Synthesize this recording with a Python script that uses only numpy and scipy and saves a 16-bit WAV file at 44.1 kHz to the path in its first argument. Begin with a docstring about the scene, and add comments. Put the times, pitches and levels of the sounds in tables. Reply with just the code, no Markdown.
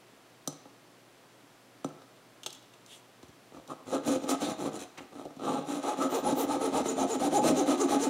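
"""Hacksaw starting a notch at a vise

A wood and brass piece is clamped in a bench vise in a small workshop. Tools click, the saw is picked up;
the blade catches in short jerks, then runs in quick even strokes. Tooth blows, paced by blade speed,
ring the vise and bench; shaped noise makes the steel's rasp, slides, short tones and ticks.
Room tails answer, over steady air and mains hum."""
import sys
import numpy as np
from scipy import signal
from scipy.fft import rfft, irfft, next_fast_len
from scipy.io import wavfile
from scipy.ndimage import map_coordinates

SR = 44100
rng = np.random.default_rng(int(sys.argv[2]) if len(sys.argv) > 2 else 0)


def transcribe(u):
    """Save the signal u as a 16-bit wav file named by the first command-line argument.

    u: samples, shape (n,) or (channels, n), limited to [-1, 1]; the rate is SR.
    q: integer samples, one column per channel.
    """
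    v = np.clip(np.atleast_2d(u).T, -1, 1)
    q = np.round(v * 32767).astype(np.int16)
    wavfile.write(sys.argv[1], SR, q)


N = 357165

# Response curves are relative: body() scales each to energy 1. Mode widths are floored at hz / 35.
# steady strokes, pull and push in turn, each lasting until the next:
# start_s, top_pair_hz (tooth pairs), peak_0to1 (moment of top speed), evenness_0to1, lean_0to1,
# thrum_db, growl_db, rasp_db
STROKES = [(5.389, 261.3, 0.51, 0.02, 0.4, -37.5, -37.5, -52.5),
           (5.645, 295.8, 0.48, 0, 0.9, -38.5, -42, -49),
           (5.817, 425, 0.44, 0.3, 0.24, -44.5, -35.5, -47.5),
           (5.957, 329.3, .58, 0.15, 0.78, -34, -35, -45.5),
           (6.09, 470.6, .51, 0.5, 0.45, -43.5, -33, -44.5), (6.216, 465.7, 0.58, 0.55, 0, -34, -32, -45.5),
           (6.342, 470.8, .53, 0.62, 0.45, -36, -34, -44.5),
           (6.465, 453, 0.49, 0.73, .05, -35.5, -34, -45.5),
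           (6.585, 463, .46, 0.59, 0.43, -35.5, -33.5, -45),
           (6.708, 474.4, .51, 0.6, 0.33, -32.5, -31.5, -43.5),
           (6.83, 458.4, 0.46, 0.65, 0.57, -38.5, -37.5, -44.5),
           (6.947, 447.8, 0.56, 0.6, 0, -33.5, -32.5, -45), (7.066, 463, 0.42, 0.72, 0.54, -38, -34.5, -45),
           (7.185, 396, 0.48, 0.7, 0.22, -33, -32, -43), (7.299, 426.6, .48, 0.99, 0.37, -36, -27.5, -41.5),
           (7.417, 334.2, 0.46, 0.45, .2, -27, -29.5, -37),
           (7.535, 411.7, .5, 0.65, 0.47, -33.5, -32, -42.5),
           (7.647, 330.5, 0.51, 0.19, 0.4, -29.5, -32.5, -41.5),
           (7.764, 429.8, 0.49, 0.78, 0.64, -32.5, -32, -43),
           (7.875, 416.6, 0.49, 0.38, 0.3, -30, -30.5, -40.5),
           (7.979, 475.6, 0.47, 0.7, 0.55, -34, -34.5, -41.5)]
# first jerks over the uncut surface: start_s, length_s, force_db, rasp_db
JERKS = [(3.509, 0.098, -54.5, -70), (3.674, 0.074, -46, -60.5), (3.852, 0.1, -47.5, -55),
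         (3.902, 0.087, -36.5, -48.5), (4.034, 0.15, -35, -43), (4.203, 0.073, -45.5, -57.5),
         (4.266, 0.098, -35.5, -43), (4.389, 0.096, -38.5, -44.5), (4.449, 0.097, -40.5, -47),
         (4.567, 0.1, -41.5, -51.5), (4.629, 0.071, -39.5, -51), (4.714, 0.078, -46.5, -51.5),
         (4.77, 0.089, -51.5, -49.5), (4.978, 0.079, -54, -68), (5.098, 0.18, -50.5, -65)]
# hard clicks of steel on vise and work: start_s, tick_db, lowest_tick_hz, knock_db, flex_lift_db
CLICKS = [(0.475, -23, 4250, -29.5, 13), (0.526, -47, 4500, -49, 5), (0.655, -64, 3000, -46.5, 6),
          (1.845, -37, 4600, -26, 8), (2.019, -55, 3000, -49.5, 4), (2.862, -46, 3600, -72, 7),
          (3.229, -47, 1500, -47.5, 8), (3.283, -53, 2000, -54, 12), (3.676, -45, 3000, -68, 9),
          (4.291, -28, 1820, -25.5, -4), (4.978, -36, 1250, -44, 15), (5.451, -40, 1500, -30.5, -6)]
# clacks of the loose saw frame: start_s, tick_db, lowest_tick_hz, knock_db
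FRAME_CLACKS = [(2.433, -34.5, 1860, -68), (2.462, -23.5, 2300, -39.5), (2.501, -54, 2800, -72),
                (2.528, -39, 5000, -65), (2.549, -44, 3500, -71), (2.737, -47, 1470, -66)]
# bumps on the work and catches of the teeth, dull to sharp: start_s, knock_db, contact_s
BUMPS = [(1.429, -53, 0.0022), (3.231, -49, 0.0055), (3.283, -48, 0.0057), (3.57, -42.5, 0.00058),
         (3.711, -42, 0.0007), (3.945, -26, 0.0021), (4.074, -22.5, 0.0014), (4.09, -24, 0.002),
         (4.157, -24.5, 0.0017), (4.238, -29, 0.0013), (4.426, -42, 0.001), (4.513, -33, 0.0018),
         (4.584, -43, .0005), (5.252, -34.5, 0.001), (5.305, -42, 0.00072), (5.364, -40, 0.003),
         (5.395, -38.5, 0.00032), (6.322, -22, 0.0017), (6.856, -26, 0.00073), (6.613, -29.5, 0.00044),
         (7.199, -34, 0.00054), (7.327, -31, 0.00037), (7.441, -22, 0.00069), (7.892, -26, 0.00065)]
# slides, scrapes, squeals, and short tones of struck or sawn steel and vise:
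# start_s, length_s, centre_hz, width_hz, level_db (before TONE_TRIM_DB)
SLIDES_AND_TONES = [(1.84, 0.022, 6020, 200, -52), (2.84, 0.19, 7700, 6000, -60),
                    (2.859, 0.13, 3240, 1300, -55.5), (3.683, 0.057, 1160, 200, -44),
                    (3.91, 0.074, 497, 67, -32.5), (4.054, 0.029, 10900, 6600, -50),
                    (4.277, 0.061, 7020, 7000, -37.5), (4.399, 0.1, 3740, 1400, -44.5),
                    (4.965, 0.043, 2250, 1900, -48), (5.245, .04, 495, 150, -42),
                    (5.41, .24, 824.4, 6.8, -36.5), (5.42, 0.12, 1170, 210, -41.5),
                    (5.85, 0.11, 837, 14, -36.5), (5.985, 0.086, 1280, 94, -35),
                    (6.064, 0.18, 14100, 1100, -54), (6.23, 0.087, 10200, 340, -46.5),
                    (6.341, 0.13, 13800, 2700, -45.5), (6.874, 0.039, 6840, 280, -37),
                    (6.978, 0.076, 6540, 910, -46), (7.098, 0.052, 6900, 280, -41),
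                    (7.33, 0.084, 6900, 600, -41.5), (7.335, 0.12, 840, 16, -33.5),
                    (7.56, 0.06, 6450, 960, -41), (7.793, 0.043, 6540, 1600, -36.5),
                    (8.004, 0.056, 6650, 2000, -39)]
# bench and vise, broad response: hz, level_db
BENCH_CURVE = [(30, -44), (70, -8), (120, -10.5), (195, -5.5), (300, -1), (430, -1), (600, -2.5), (890, -4),
               (970, -8.5), (1330, -5), (1450, -23.5), (2000, -26), (4000, -16.5), (9000, -104)]
# bench and vise resonances: hz, width_hz, lift_db
BENCH_MODES = [(151.2, 13.3, 9.9), (215.3, 8.5, 3), (359, 16, 7.5), (453.5, 16, 5.7), (519.8, 34, 10.4),
               (632.5, 34, 7.9), (711, 19, 5), (757.6, 17, 6.4), (834.7, 33, 8.4), (1167, 180, 2.2),
               (1273, 150, 4.6), (1564, 41, 15.6)]
# main vise resonance: hz (shifts with grip), width_hz, lift_db
VISE_MODE = [(275, 56, 15)]
# blade and frame, broad response: hz, level_db
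BLADE_CURVE = [(700, -14), (1600, 1.5), (2200, -1), (4000, 2), (4800, -3.5), (6000, 4.5), (7400, -0.5),
               (9400, -2), (10400, -10.5), (11200, -10), (13300, -10), (15800, -17.5)]
# blade and frame resonances: hz, width_hz, lift_db
BLADE_MODES = [(1513, 67, 8.5), (2070, 180, 3.8), (2420, 48, 1.8), (2535, 65, 5.4), (3030, 30, 2.1),
               (3880, 91, 1.6), (4084, 50, 6.4), (6100, 38, 2.4), (6270, 42, 0.71), (6884, 67, 11),
               (7570, 78, 8.1), (8830, 114, 10.2), (9400, 70, 1.3), (10225, 180, 17.8), (13100, 120, 5)]
# tick of steel on steel, broad response: hz, level_db
TICK_CURVE = [(900, 27), (2000, -9), (2800, -1), (3800, 0.5), (4700, -5), (6400, -2), (8000, -4.5),
              (9300, -7), (11000, -20), (12800, -11), (15800, -28)]
# tick resonances: hz, width_hz, lift_db
TICK_MODES = [(4000, 400, 4), (5900, 350, 8), (9100, 630, 2.2)]
# loose saw frame resonances: hz, width_hz, lift_db
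FRAME_MODES = [(2800, 500, 5.5), (3500, 550, 6.5), (6400, 350, 5)]
# room decay: hz, t60_s
ROOM_T60 = [(150, 0.34), (1000, 0.87), (5000, 0.55), (14000, 0.13)]
# left/right difference: hz, side_level_db
SIDE_CURVE = [(1400, -76), (2400, -71), (4500, -25), (8000, -9), (13000, -6.5)]
# workshop air, relative spectrum: hz, density_db (per Hz)
AIR_CURVE = [(18, -74), (30, -14), (88, -28), (108, -7), (225, -4.5), (284, -0.5), (324, -4), (350, -4),
             (709, -5), (897, -9.5), (970, -8), (2180, -13.5), (3320, -15.5), (11300, -25.5), (15500, -31)]
# mains hum: hz, rms_db
HUM = [(119.5, -73.5), (240, -100), (360, -74)]

LAST_STROKE_END_S = 8.096
CATCH_DB = (-3.5, -2)  # over the growl: pull, push
CATCH_S, CATCH_CONTACT_S = 0.027, 0.0012  # delay after each turn; hold of a catching tooth
SLACK_GAIN = 0.71  # tooth force before the catch
CHIP_GAIN, JERK_CHIP_GAIN = 0.59, 0.55  # chips relative to snags
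ROUGH_DB, JERK_ROUGH_DB = 3, 3  # bite unevenness, scaled by 1 - evenness
GLIDE_SWELL_DB, GLIDE_TOP_HZ, GLIDE_GAIN = 6, 1100, 0.26
THRUM_TOP_HZ, DULL_TOP_HZ = 335, 4500  # crossovers: thrum/growl, dull/bright scratch

JERK_HZ, JERK_FORCE_DB, JERK_DB_PER_OCTAVE = 214.8, -40, 10.5  # pair rate at a middling force
JERK_EVEN, JERK_LEAN = 0.11, 0.56  # 0-1
JERK_THRUM_DB, JERK_CATCH_DB = 0.5, 1.5  # over the force

TICK_CYCLES = 94  # cycles of the lowest tick pitch per 60 dB decay of the exciting noise
CLICK_CONTACT_S = 0.000073
FLEX_HZ = (150, 90)  # bench-top flex under a blow from above: centre, width
BUMP_TICK_DB, BUMP_TICK_HZ = -11.5, 1680  # tick of a bump, relative to its knock
JINGLE_DB, JINGLE_T60_S, JINGLE_GRAIN_DB = -15, 0.21, 19  # level relative to tick
BEND_S, BEND_HZ = 0.00585, 497  # bending-wave delay at low pitch; half of it remains at BEND_HZ
TONE_TRIM_DB = -2.0

# grip-to-grip spread: lift_db, share of pitch
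BENCH_GRIP, BLADE_GRIP = (2.2, 0.015), (1.8, 0.012)
VISE_SHIFT = 0.03  # share of pitch
ROOM_DB, ROOM_RENEW_S = -11.5, 0.25
AIR_DB = -58.5
TOP_HZ = 15800


def sawing(steel):
    """Pull and push strokes in turn, each with one catch of the teeth after the turn."""
    out = np.zeros(N)
    ends_s = [row[0] for row in STROKES[1:]] + [LAST_STROKE_END_S]
    for k, (row, end_s) in enumerate(zip(STROKES, ends_s)):
        start_s, *teeth, growl_db, rasp_db = row
        add(out, start_s, stroke(end_s - start_s, *teeth, growl_db, rasp_db, CHIP_GAIN, ROUGH_DB))
        catch_db = growl_db + CATCH_DB[k % 2]
        add(out, start_s + CATCH_S, bump(catch_db, CATCH_CONTACT_S, steel))
    return out


def jerks(steel):
    """First short tries: the blade stutters and catches, faster the harder it is pushed."""
    out = np.zeros(N)
    for start_s, length_s, force_db, rasp_db in JERKS:
        pair_hz = JERK_HZ * 2 ** ((force_db - JERK_FORCE_DB) / JERK_DB_PER_OCTAVE)
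        jerk = stroke(length_s, pair_hz, 0.5, JERK_EVEN, JERK_LEAN, force_db + JERK_THRUM_DB, force_db,
                      rasp_db, JERK_CHIP_GAIN, JERK_ROUGH_DB)
        add(out, start_s, jerk)
        add(out, start_s + CATCH_S, bump(force_db + JERK_CATCH_DB, CATCH_CONTACT_S, steel))
    return out


def stroke(length_s, pair_hz, peak, evenness, lean, thrum_db, growl_db, rasp_db, chip_gain, rough_db):
    """One pass: the blade speeds up, slows and stops; its teeth strike and scratch the cut."""
    n = int(length_s * SR)
    progress = (np.arange(n) + 0.5) / n
    phase = np.interp(progress, [0, np.clip(peak, 0.2, 0.8), 1], [0, 0.5, 1])
    speed = np.sin(np.pi * phase) ** 0.92
    turns = np.cumsum(pair_hz * speed * (1 + 0.012 * wobble(n, 120))) / SR  # tooth pairs passed
    even = np.clip(evenness, 0, 1)

    force = tooth_force(turns, progress, pair_hz, even, lean, chip_gain)
    load = np.where(np.arange(n) < CATCH_S * SR, SLACK_GAIN, 1)
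    roughness = amp(rough_db * (1 - even) * wobble(n, 140.0))
    shake = signal.fftconvolve(force * load * roughness * speed ** 0.49, gripped_bench())
    # the bench thrums below the crossover, vise and work growl above
    thrum = filtered(shake, lambda hz: 1 / (1 + (hz / THRUM_TOP_HZ) ** 12))
    growl = shake - thrum

    rasp = signal.fftconvolve(tooth_scratch(turns, speed),
                              body(BLADE_CURVE, regripped(BLADE_MODES, *BLADE_GRIP)))
    return at_level(thrum, thrum_db, n) + at_level(growl, growl_db, n) + at_level(rasp, rasp_db, n)


def tooth_force(turns, progress, pair_hz, even, lean, chip_gain):
    """Even teeth give a gliding tone; uneven ones snag irregularly and tear off chips."""
    n = len(turns)
    # teeth set left and right in turn; a leaning blade rocks the work and sounds an octave lower
    left = pulses(turns, scatter=0.02, size_db=1.0)
    right = pulses(turns + 0.5, scatter=0.02, size_db=1.0)
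    glide = left + np.cos(np.pi * lean) * right
    glide = filtered(glide, lambda hz: 1 / (1 + (hz / GLIDE_TOP_HZ) ** 6))
    glide = GLIDE_GAIN * unit(glide * amp(GLIDE_SWELL_DB * progress))

    snag = unit(pulses(turns, scatter=0.3034, size_db=2))
    chips = unit(rng.standard_normal(n) * amp(2.3 * wobble(n, 444.5)))
    tearing = unit(snag + chip_gain * chips)
    # fast teeth leave little force far below their own rate
    tearing = filtered(tearing, lambda hz: hz ** 4 / (hz ** 4 + (0.4 * pair_hz) ** 4))
    return np.sqrt(even) * glide + (1 - even) ** 0.65 * tearing


def tooth_scratch(turns, speed):
    """Noise pulsing with each tooth pair, stronger and brighter at speed."""
    n = len(turns)
    bite = 1 + 0.5 * np.cos(2 * np.pi * turns)
    grit = rng.standard_normal(n) * bite * amp(0.25 * wobble(n, 485.0) + 1.53 * wobble(n, 64.2))
    dull = filtered(grit, lambda hz: 1 / (1 + (hz / DULL_TOP_HZ) ** 4))
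    bright = grit - dull
    return dull * (speed ** 1.6 + 0.29) + 0.92 * bright * (speed ** 1.7 + 0.057)


def pulses(turns, scatter, size_db):
    """One blow per passing tooth, scattered in time and size."""
    chance = rng.standard_normal((128, 2))
    tooth = np.arange(len(chance)) + 0.5 + scatter * chance[:, 0]
    passed = (tooth > 0) & (tooth < turns[-1])
    samples = np.searchsorted(turns, tooth[passed])
    return np.bincount(samples, amp(size_db * chance[passed, 1]), len(turns))


def contacts(steel):
    """Clicks from above that flex the bench top, clacks of the frame, bumps and tooth catches."""
    out = np.zeros(N)
    for start_s, *how, flex_db in CLICKS:
        flexed_bench = body(BENCH_CURVE, BENCH_MODES + VISE_MODE + [(*FLEX_HZ, flex_db)])
        add(out, start_s, contact(*how, CLICK_CONTACT_S, steel, flexed_bench))
    frame = body(TICK_CURVE, FRAME_MODES)
    for start_s, *how in FRAME_CLACKS:
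        add(out, start_s, contact(*how, CLICK_CONTACT_S, frame, body(BENCH_CURVE, BENCH_MODES)))
    for start_s, knock_db, contact_s in BUMPS:
        add(out, start_s, bump(knock_db, contact_s, steel))
    return out


def contact(tick_db, lowest_hz, knock_db, contact_s, steel, bench):
    """A crack in the steel, a jingle and a bench knock; a longer contact knocks duller."""
    t = np.arange(SR // 6) / SR
    treble = signal.butter(4, lowest_hz, "high", fs=SR, output="sos")
    crack = rng.standard_normal(len(t)) * amp(-60 * t * lowest_hz / TICK_CYCLES)
    crack = signal.fftconvolve(signal.sosfilt(treble, crack), steel)
    # loose steel jingles on in uneven grains
    grains = rng.standard_normal(len(t)) * amp(JINGLE_GRAIN_DB * wobble(len(t), 410) - 60 * t / JINGLE_T60_S)
    jingle = filtered(signal.sosfilt(treble, grains), lambda hz: amp(along(TICK_CURVE, hz)))

    # loose vise parts spread the blow over a few milliseconds
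    rattle = rng.standard_normal(len(t)) * (1 - np.exp(-t / 0.001)) * amp(-60 * t / 0.022)
    blow = at_level(rattle, -7.5, 0.96) + (t == 0)
    # bending wave: treble arrives first
    blow = filtered(blow, lambda hz: np.exp(-2j * np.pi * BEND_S * BEND_HZ * np.arctan(hz / BEND_HZ)))
    half_sine = np.sin(np.pi * np.minimum(t / contact_s, 1))
    push = signal.fftconvolve(half_sine, blow)[:len(t)]
    push = signal.sosfilt(signal.butter(2, 122, "high", fs=SR, output="sos"), push)
    knock = signal.fftconvolve(push, bench)

    out = at_level(crack, tick_db, 0.00093 * SR) + at_level(knock, knock_db, 0.0055 * SR)
    add(out, 0, at_level(jingle, tick_db + JINGLE_DB, 0.0015 * SR))
    return out


def bump(knock_db, contact_s, steel):
    """A bump or tooth catch: mostly knock, with a faint tick."""
    return contact(knock_db + BUMP_TICK_DB, BUMP_TICK_HZ, knock_db, contact_s, steel, gripped_bench())


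def slides_and_tones():
    """Slides, scrapes, squeals, and short tones of struck or sawn steel and vise."""
    out = np.zeros(N)
    for start_s, *how in SLIDES_AND_TONES:
        add(out, start_s, noise_tone(*how))
    return out


def noise_tone(length_s, centre_hz, width_hz, level_db):
    """One noise band, swelling and fading; the narrower, the more it sounds like a tone."""
    n = int(length_s * SR)
    band = filtered(rng.standard_normal(SR // 4),
                    lambda hz: 1 / (1 + (2.06 * (hz - centre_hz) / width_hz) ** 2))[:n]
    return at_level(band * np.hanning(n), level_db + TONE_TRIM_DB, n)


def gripped_bench():
    """Response of bench and vise under the grip of the moment."""
    return body(BENCH_CURVE, regripped(BENCH_MODES, *BENCH_GRIP) + regripped(VISE_MODE, 0, VISE_SHIFT))


def regripped(modes, spread_db, detune):
    """The same resonances, randomly shifted in pitch and lift by a new grip."""
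    chance = rng.standard_normal((len(modes), 2))
    return [(hz * (1 + detune * a), width_hz, lift_db + spread_db * b)
            for (hz, width_hz, lift_db), (a, b) in zip(modes, chance)]


def body(points, modes, size=8192):
    """Causal (minimum-phase) impulse response, energy 1: a broad spectrum with resonances."""
    hz = np.fft.rfftfreq(size, 1 / SR)
    db = along(points, hz)
    for centre_hz, width_hz, lift_db in modes:
        width_hz = max(width_hz, centre_hz / 35)  # limit the sharpness so that none rings too long
        db = db + lift_db / (1 + (2 * (hz - centre_hz) / width_hz) ** 2)
    # fold the cepstrum to make the response causal
    cepstrum = irfft(np.log(amp(db)))
    cepstrum[1:size // 2] *= 2
    cepstrum[size // 2 + 1:] = 0
    response = irfft(np.exp(rfft(cepstrum)))
    return response / np.linalg.norm(response)


def echo(x):
    """A diffuse tail drawn anew every ROOM_RENEW_S and crossfaded, so no pitch hangs on."""
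    out, hop = np.zeros(N), int(ROOM_RENEW_S * SR)
    for i in range(0, N, hop):
        hz, t, z = signal.stft(rng.standard_normal(SR // 2), SR, nperseg=256)
        decay = amp(-60 * t / along(ROOM_T60, hz)[:, None])
        onset = 1 - np.exp(-t / 0.00068)
        tail = signal.istft(z * decay * onset, SR, nperseg=256)[1]
        first = max(i - hop, 0)
        piece = x[first:i + hop]
        fade = np.hanning(2 * hop)[max(hop - i, 0):][:len(piece)]
        add(out, first / SR, signal.fftconvolve(piece * np.sqrt(fade), tail / np.linalg.norm(tail)))
    return out


def background():
    """Steady workshop air (shaped noise) with a faint mains hum (sines)."""
    t = np.arange(N) / SR
    air = unit(filtered(rng.standard_normal(N), lambda hz: amp(along(AIR_CURVE, hz))))
    hum = sum(amp(db) * np.sqrt(2) * np.sin(2 * np.pi * hz * t) for hz, db in HUM)
    return amp(AIR_DB) * air + hum


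def amp(db):
    """Decibels to gain."""
    return 10 ** (np.asarray(db) / 20)


def unit(x):
    """x at rms 1."""
    return x / np.sqrt(np.mean(x ** 2) + 1e-20)


def at_level(x, db, n):
    """x with the energy of n samples at db rms."""
    return x * amp(db) * np.sqrt(n / (np.sum(x ** 2) + 1e-20))


def along(points, hz):
    """(hz, value) points read on a log frequency axis."""
    f, v = np.transpose(points)
    return np.interp(np.log(hz + 1), np.log(f), v)


def add(track, start_s, sound):
    """Mix a sound into a track in place, cut off at the track's end."""
    room_left = track[round(start_s * SR):][:len(sound)]
    room_left += sound[:len(room_left)]


def wobble(n, knots_per_s):
    """A smooth random curve of n samples."""
    return map_coordinates(rng.standard_normal(256), [np.arange(n) * knots_per_s / SR], mode="wrap")


def filtered(x, response):
    """x times a frequency response."""
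    n = x.shape[-1]
    m = next_fast_len(n + 8192)
    return irfft(rfft(x, m) * response(np.fft.rfftfreq(m, 1 / SR)), m)[..., :n]


def scene():
    """Work at the bench in its room; mainly the treble differs between the ears."""
    steel = body(TICK_CURVE, TICK_MODES)
    work = jerks(steel) + sawing(steel) + contacts(steel) + slides_and_tones()
    mid = work + amp(ROOM_DB) * echo(work) + background()
    # nearby surfaces scatter the treble unequally to left and right
    t = np.arange(SR // 10) / SR
    scatter = rng.standard_normal(len(t)) * amp(-60 * t / 0.1)
    side = signal.fftconvolve(mid, scatter / np.linalg.norm(scatter))[:N]
    side = filtered(side, lambda hz: amp(along(SIDE_CURVE, hz)))
    return np.array([mid + side, mid - side])


def record(dry):
    """Band limit: removes everything from TOP_HZ up."""
    return filtered(dry, lambda hz: hz < TOP_HZ)


dry = scene()
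out = record(dry)
transcribe(out)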